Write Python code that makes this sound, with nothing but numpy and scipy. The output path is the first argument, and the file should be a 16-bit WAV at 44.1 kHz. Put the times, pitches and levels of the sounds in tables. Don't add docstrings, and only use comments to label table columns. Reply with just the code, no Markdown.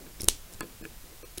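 import sys
import numpy as np
from scipy import signal
from scipy.fft import rfft, irfft
from scipy.io import wavfile

SR = 44100
rng = np.random.default_rng(int(sys.argv[2]) if len(sys.argv) > 2 else 0)


def wav_out(sig):
    wavfile.write(sys.argv[1], SR, np.round(np.clip(np.atleast_2d(sig).T, -1, 1) * 32767).astype(np.int16))


def attenuation_scalar(level_db):
    decades = np.asarray(level_db, float) / 20
    return 10 ** decades


N = 61739


def evened(x):
    return x / np.sqrt(np.mean(x ** 2) + 1e-20)


def read(points, hz):
    f, value = np.transpose(points)
    return np.interp(np.log(hz + 1), np.log(f + 1), value)


def add(mix, s, sound):
    part = mix[round(s * SR):][:len(sound)]
    part += sound[:len(part)]


def coloured(gain):
    spectrum = rfft(rng.standard_normal(N + 1))
    hz = np.fft.rfftfreq(N + 1, 1 / SR)
    return evened(irfft(spectrum * gain(hz), N + 1)[:N])


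def swelling(points, sound):
    s, level_db = np.transpose(points)
    return attenuation_scalar(np.interp(np.arange(N) / SR, s, level_db)) * sound


def ring(modes, wobble_db, size, sign=-1):
    t = np.arange(size) / SR
    out = np.zeros(size)
    for k, ((hz, db, t60), wobble) in enumerate(zip(modes, wobble_db)):
        out += sign ** k * attenuation_scalar(db + wobble - 60 * t / t60) * np.sin(2 * np.pi * hz * t)
    return out


# f/Hz, density/dB per Hz
HISS = [(100, -1), (290, -15.5), (400, -12.5), (1200, -14.5), (3000, -15.5), (9000, -16.5), (16000, -16)]
# t/s, level/dB
RUMBLE = [(0, -52), (.15, -47.5), (.21, -47.5), (.29, -36.5), (.34, -44.5), (.42, -48), (.55, -43),
          (.7, -55), (.93, -47.5), (1.05, -50.5), (1.4, -52)]
# t/s, level/dB
RUSTLE = [(0, -51), (.1, -55.5), (.15, -67), (.2, -56.5), (.3, -51), (.4, -77), (.52, -55), (.6, -61),
          (.7, -54.5), (.78, -69.5), (.9, -58), (1, -67.5), (1.1, -57.5), (1.2, -71.5), (1.4, -64)]


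def room():
    hiss_db, rumble_hz, rustle_hz = -51, 27.4, 312
    rumble = coloured(lambda hz: (hz / 12) ** 2 / (1 + (hz / 12) ** 2) / (1 + (hz / rumble_hz) ** 2))
    rustle = coloured(lambda hz: hz / rustle_hz / (1 + (hz / rustle_hz) ** 3))
    hiss = coloured(lambda hz: attenuation_scalar(read(HISS, hz)) * (hz > 90))
    return attenuation_scalar(hiss_db) * hiss + swelling(RUMBLE, rumble) + swelling(RUSTLE, rustle)


# t/s, table level/dB, grip level/dB, pivot level/dB, rattle/s
KNOCKS = [(.065, -50, -66, -43.5, .02), (0.6072, -41.5, -28.5, -24.5, 0.011), (.631, -44, -40, -42, 0.02),
          (0.812, -50, -60, -62, 0.0021), (0.825, -42.5, -71, -39, 0.0037), (.84, -61, -59, -40.5, 0.0016),
          (0.8457, -58, -61, -46, 0.0018), (0.8521, -46.5, -62, -29, 0.0011), (.859, -46, -56, -55, 0.007),
          (1.041, -58, -73, -54, 0.011), (1.124, -59, -61, -62, .005), (1.2309, -61, -52, -35, 0.008),
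          (1.375, -59, -58, -40, 0.0089)]
# f/Hz, level/dB, t60/s
TABLE_MODES = [(168, -4, 0.053), (227, 5, 0.048), (329, 11, 0.078), (412, 4, 0.08), (444, 3, 0.083),
               (580, -15, 0.036)]
GRIP_MODES = [(505, 1, 0.023), (690, -13, 0.02), (850, -10, 0.046), (1035, -4, 0.06), (1268, 1, 0.019)]
PIVOT_MODES = [(1400, -2, 0.0098), (1700, 1.5, 0.023), (2260, -5.5, 0.026), (2510, 2, 0.012),
               (2830, -6, 0.012), (3270, -14, .01)]
# t/s, level/dB
TICKS = [
    (0.6075, -16),
    (0.8529, -34),
    (1.23, -44),
]
# f/Hz, level/dB, t60/s
TICK_MODES = [(4400, -9, 0.0078), (5560, -8, .004), (6840, -3, 0.0027), (8100, 0.5, 0.0037),
              (9640, -3.5, 0.0032), (10500, -2.5, 0.0031), (12600, -2, .002)]
# t/s, level/dB, f/Hz, t60/s
BUMPS = [(.6076, -34, 324, .09), (.614, -38, 324, .06), (.631, -42, 270, .07), (.641, -40, 500, .08),
         (.647, -42, 165, .12), (.652, -44, 300, .08), (.811, -40, 230, .04), (.8465, -42, 210, .03),
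         (1.042, -50, 150, .1), (1.125, -47, 460, .04), (1.143, -52, 380, .06), (1.231, -38, 490, .06),
         (1.2375, -42, 380, .05), (1.3765, -40, 355, .08), (1.3955, -42, 250, .03),
         (.2085, -27, 5120, .014), (.2055, -36, 5550, .012), (.2333, -37, 5200, .01),
         (.2393, -39, 5500, .015), (.2428, -33, 5420, .02), (1.3798, -33, 10900, .012),
         (1.3819, -25, 11000, .009), (1.3818, -33, 3950, .011), (1.379, -41, 3950, .01),
         (1.378, -48, 760, .03), (.8524, -35, 2510, .014), (.8526, -42, 1700, .018),
         (.8524, -40, 3050, .008), (1.2305, -46, 2480, .012), (.6076, -32, 2450, .015),
         (.6085, -35, 1250, .06), (.6078, -41, 760, .03), (.61, -44, 2100, .05)]


def knocks():
    spread_db, rattle_db, soft_s = 1.5, -7, 0.00059
    out, t = np.zeros(N), np.arange(6000) / SR
    soft = 1 - np.exp(-t / soft_s)
    draws = rng.standard_normal((len(KNOCKS), 20 + len(t)))
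    for (s, table_db, grip_db, pivot_db, rattle_s), draw in zip(KNOCKS, draws):
        wobble = spread_db * draw[:20]
        table = attenuation_scalar(table_db) * ring(TABLE_MODES, wobble, len(t), sign=0.97) * soft
        grip = attenuation_scalar(grip_db) * ring(GRIP_MODES, wobble[len(TABLE_MODES):], len(t))
        pivot = attenuation_scalar(pivot_db) * ring(PIVOT_MODES, wobble[::-1], len(t))
        rattle = attenuation_scalar(rattle_db) * draw[20:] * np.exp(-t / rattle_s) * 0.078
        drive = (t == 0) + rattle
        add(out, s, 0.5 * signal.fftconvolve(drive, table + grip + pivot))
    tick = 0.5 * ring(TICK_MODES, np.zeros(len(TICK_MODES)), size=400)
    for s, db in TICKS:
        add(out, s, attenuation_scalar(db) * tick)
    for s, db, hz, t60 in BUMPS:
        add(out, s, ring([(hz, db, t60)], [0], len(t)) * soft)
    return out


# t/s, peak level/dB, f/Hz, length/s, push level/dB
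BITES = [(0.2008, -35, 2240, 0.002, -49), (0.2056, -37, 5540, 0.0014, -28.5),
         (0.2092, -28, 5200, .0017, -33), (0.2128, -36, 10800, 0.004, -44),
         (.219, -23.5, 10100, 0.0021, -46), (0.2319, -37, 9400, 0.008, -45),
         (0.235, -42, 5400, 0.0023, -60), (0.2445, -44, 5400, 0.0024, -55), (0.234, -29, 8500, 0.0016, -26),
         (0.2393, -34, 9300, 0.0012, -50), (0.244, -22.5, 11000, 0.0019, -27),
         (0.255, -34, 9000, 0.0009, -50), (0.2829, -26.5, 9600, 0.0019, -24.5),
         (0.2852, -13, 9000, 0.0005, -27), (0.5373, -35, 8000, 0.0013, -52), (0.546, -43, 7150, 0.006, -66),
         (1.3764, -29.5, 8800, 0.0022, -37), (1.3813, -25, 11000, 0.0014, -44),
         (1.3826, -25.5, 10400, 0.0012, -33.5), (1.3827, -28.5, 3700, 0.0015, -47),
         (1.396, -41, 2400, 0.00099, -48), (0.2066, -28.5, 9700, .0014, -60),
         (0.2102, -28, 9500, 0.001, -60), (0.218, -31, 11500, 0.0029, -60),
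         (0.198, -46, 8500, 0.00062, -54), (0.526, -38, 10400, .0012, -60),
         (.5315, -40.5, 10000, 0.0044, -53), (1.3791, -37.5, 5830, 0.0011, -38.5),
         (0.261, -49, 11000, 0.00088, -58)]
# f/Hz, width/Hz, level/dB
BLADES = [(5400, 130, -2), (3840, 240, -7), (6400, 290, -10)]


def bites():
    width_hz_at_9k, broad_gain, top_hz = 3500, 0.093, 13700
    push_s, push_ring_hz, push_ring_db, push_ring_t60_s = 0.00078, 336, -6.5, 0.031
    out, t = np.zeros(N), (np.arange(2048) - 512) / SR
    hz = np.fft.rfftfreq(2048, 1 / SR)
    blades = sum(attenuation_scalar(db) / np.sqrt(1 + ((hz - f) / width * 2) ** 2) for f, width, db in BLADES)
    broad = broad_gain * 0.5 / (1 + (5000 / (hz + 1)) ** 4) / (1 + (hz / top_hz) ** 6)
    handle = attenuation_scalar(push_ring_db - 60 * abs(t) / push_ring_t60_s) * np.sin(2 * np.pi * push_ring_hz * t)
    push = np.exp(-(t / push_s) ** 2 * 0.5) - (t > 0) * handle
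    grits = rng.standard_normal((len(BITES), 2048))
    for (s, db, pitch_hz, length_s, push_db), grit in zip(BITES, grits):
        width_hz = width_hz_at_9k * pitch_hz / 9000
        colour = 1 / (1 + ((hz - pitch_hz) / width_hz * 2) ** 2) + broad + blades
        swell = np.exp(-(2 * t / length_s) ** 2 * 0.5)
        burst = irfft(rfft(grit * swell) * colour)
        add(out, s + t[0], attenuation_scalar(db) * burst / abs(burst).max() - attenuation_scalar(push_db) * push)
    return out


# f/Hz, level/dB, t60/s
SNAP_MODES = [(320, -28, 0.011), (2970, -12.5, 0.01), (3920, -5, 0.0046), (4840, -7, 0.0042),
              (5750, -7.5, 0.0054), (6530, -7, 0.0069), (8040, 1.5, 0.0031), (9220, 1.5, 0.0032),
              (10410, -7.5, 0.0058), (11000, -6, 0.0038), (12340, -9, 0.0036), (14500, -15.5, 0.0038),
              (15500, -33, 0.002)]
# delay/s, level/dB
ECHOES = [(.0022, -22), (.0074, -26), (.0087, -25), (0.01, -22), (0.0124, -25), (.014, -27), (0.0169, -27),
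          (.021, -29)]
# f/Hz, density/dB per Hz
TAIL = [(180, -26), (300, 11.5), (678, -20), (842, -12), (1250, -15), (1410, -20), (2840, -2.5),
        (6100, 1.5), (16000, -8.5)]
# f/Hz, t60/s
TAIL_T60 = [(500, 0.25), (2500, 0.3), (5000, 0.21), (9000, 0.27), (15000, 0.1)]


def snap():
    snap_s, snap_db, rise_s = 0.28545, 6, 0.000094
    thud_db, thud_s = -16, 0.00023
    echo_top_hz, echo_smear_s = 8000, 0.00045
    tail_db, tail_delay_s, tail_rise_s = -35, 0.003, 0.0028
    out = np.zeros(N)
    body = ring(SNAP_MODES, np.zeros(len(SNAP_MODES)), size=1500)
    body = body * (1 - np.exp(-np.arange(len(body)) / SR / rise_s))
    body = attenuation_scalar(snap_db) * body / abs(body).max()
    add(out, snap_s, body)
    thud = np.exp(-((np.arange(64) - 32) / SR / thud_s) ** 2 * 0.5)
    add(out, snap_s - 0.0005, -attenuation_scalar(thud_db) * thud)

    dull = signal.lfilter(*signal.butter(2, echo_top_hz, fs=SR), body)
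    smear = np.exp(-np.arange(128) / SR / echo_smear_s) * 0.33
    for (delay_s, db), scatter in zip(ECHOES, rng.standard_normal((len(ECHOES), 128))):
        add(out, snap_s + delay_s, attenuation_scalar(db) * np.convolve(dull, scatter * smear))

    hz, frame_s, z = signal.stft(rng.standard_normal(SR // 2), SR, nperseg=256, noverlap=192)
    decay_db = read(TAIL, hz)[:, None] - 60 * frame_s / read(TAIL_T60, hz)[:, None]
    tail = signal.istft(z * attenuation_scalar(decay_db), SR, nperseg=256, noverlap=192)[1]
    rise = np.minimum(np.arange(len(tail)) / SR / tail_rise_s, 1)
    add(out, snap_s + tail_delay_s, attenuation_scalar(tail_db) * tail / np.std(tail[:1000]) * rise)
    return out


def scene():
    return (room() + bites() + snap() + knocks())[None]


def low_pass(x):
    return signal.sosfilt(signal.butter(12, 16430, fs=SR, output="sos"), x)


# centre t/s, length/s, depth/dB, lower edge f/Hz
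DROPOUTS = [
    (.6165, .017, -45, 3000),
    (.831, .02, -14, 900),
    (1.24, .026, -18, 650),
]
KEPT_HZ = [
    (3320, 3460, 4300, 4440, 4610, 8040),
    (1650, 1740, 2500, 4300, 5100, 7400, 11200, 14000, 15600),
    (335, 470, 535, 1066, 1242, 2330, 2480, 2610, 4200, 5900, 8500, 10000, 14000, 15600),
]
KEPT_DB = (-55, -60, -59.5)


def record(dry):
    kept_s, tilt_db_per_octave, edge_hz = 0.044, -1, 15900
    hz, t, z = signal.stft(dry[0], SR, nperseg=256, noverlap=224)
    cut_db = np.zeros(z.shape)
    for s, length_s, depth_db, above_hz in DROPOUTS:
        dip = np.clip(2 - abs(t - s) / length_s * 4, 0, 1) ** 2
        cut_db += np.outer(hz > above_hz, depth_db * dip)
    thinned = signal.istft(z * attenuation_scalar(cut_db), SR, nperseg=256, noverlap=224)[1][:N]

    span = np.arange(0, kept_s, 1 / SR)
    for (s, *_), tones_hz, db in zip(DROPOUTS, KEPT_HZ, KEPT_DB):
        tones = np.zeros(len(span))
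        for f in tones_hz:
            tilt = attenuation_scalar(tilt_db_per_octave * np.log2(f / 4000))
            tones += tilt * np.sin(2 * np.pi * (f * span + rng.random()))
        add(thinned, s - kept_s * 0.42, attenuation_scalar(db) * tones * np.hanning(len(span)))

    lowpass = signal.firwin(511, edge_hz, window=("kaiser", 9), fs=SR)
    limited = signal.oaconvolve(np.clip(thinned, -1.15, 1.15), lowpass, "same")
    mix = np.clip(limited[None], -1, 1)
    return low_pass(mix)


dry = scene()
out = record(dry)
wav_out(out)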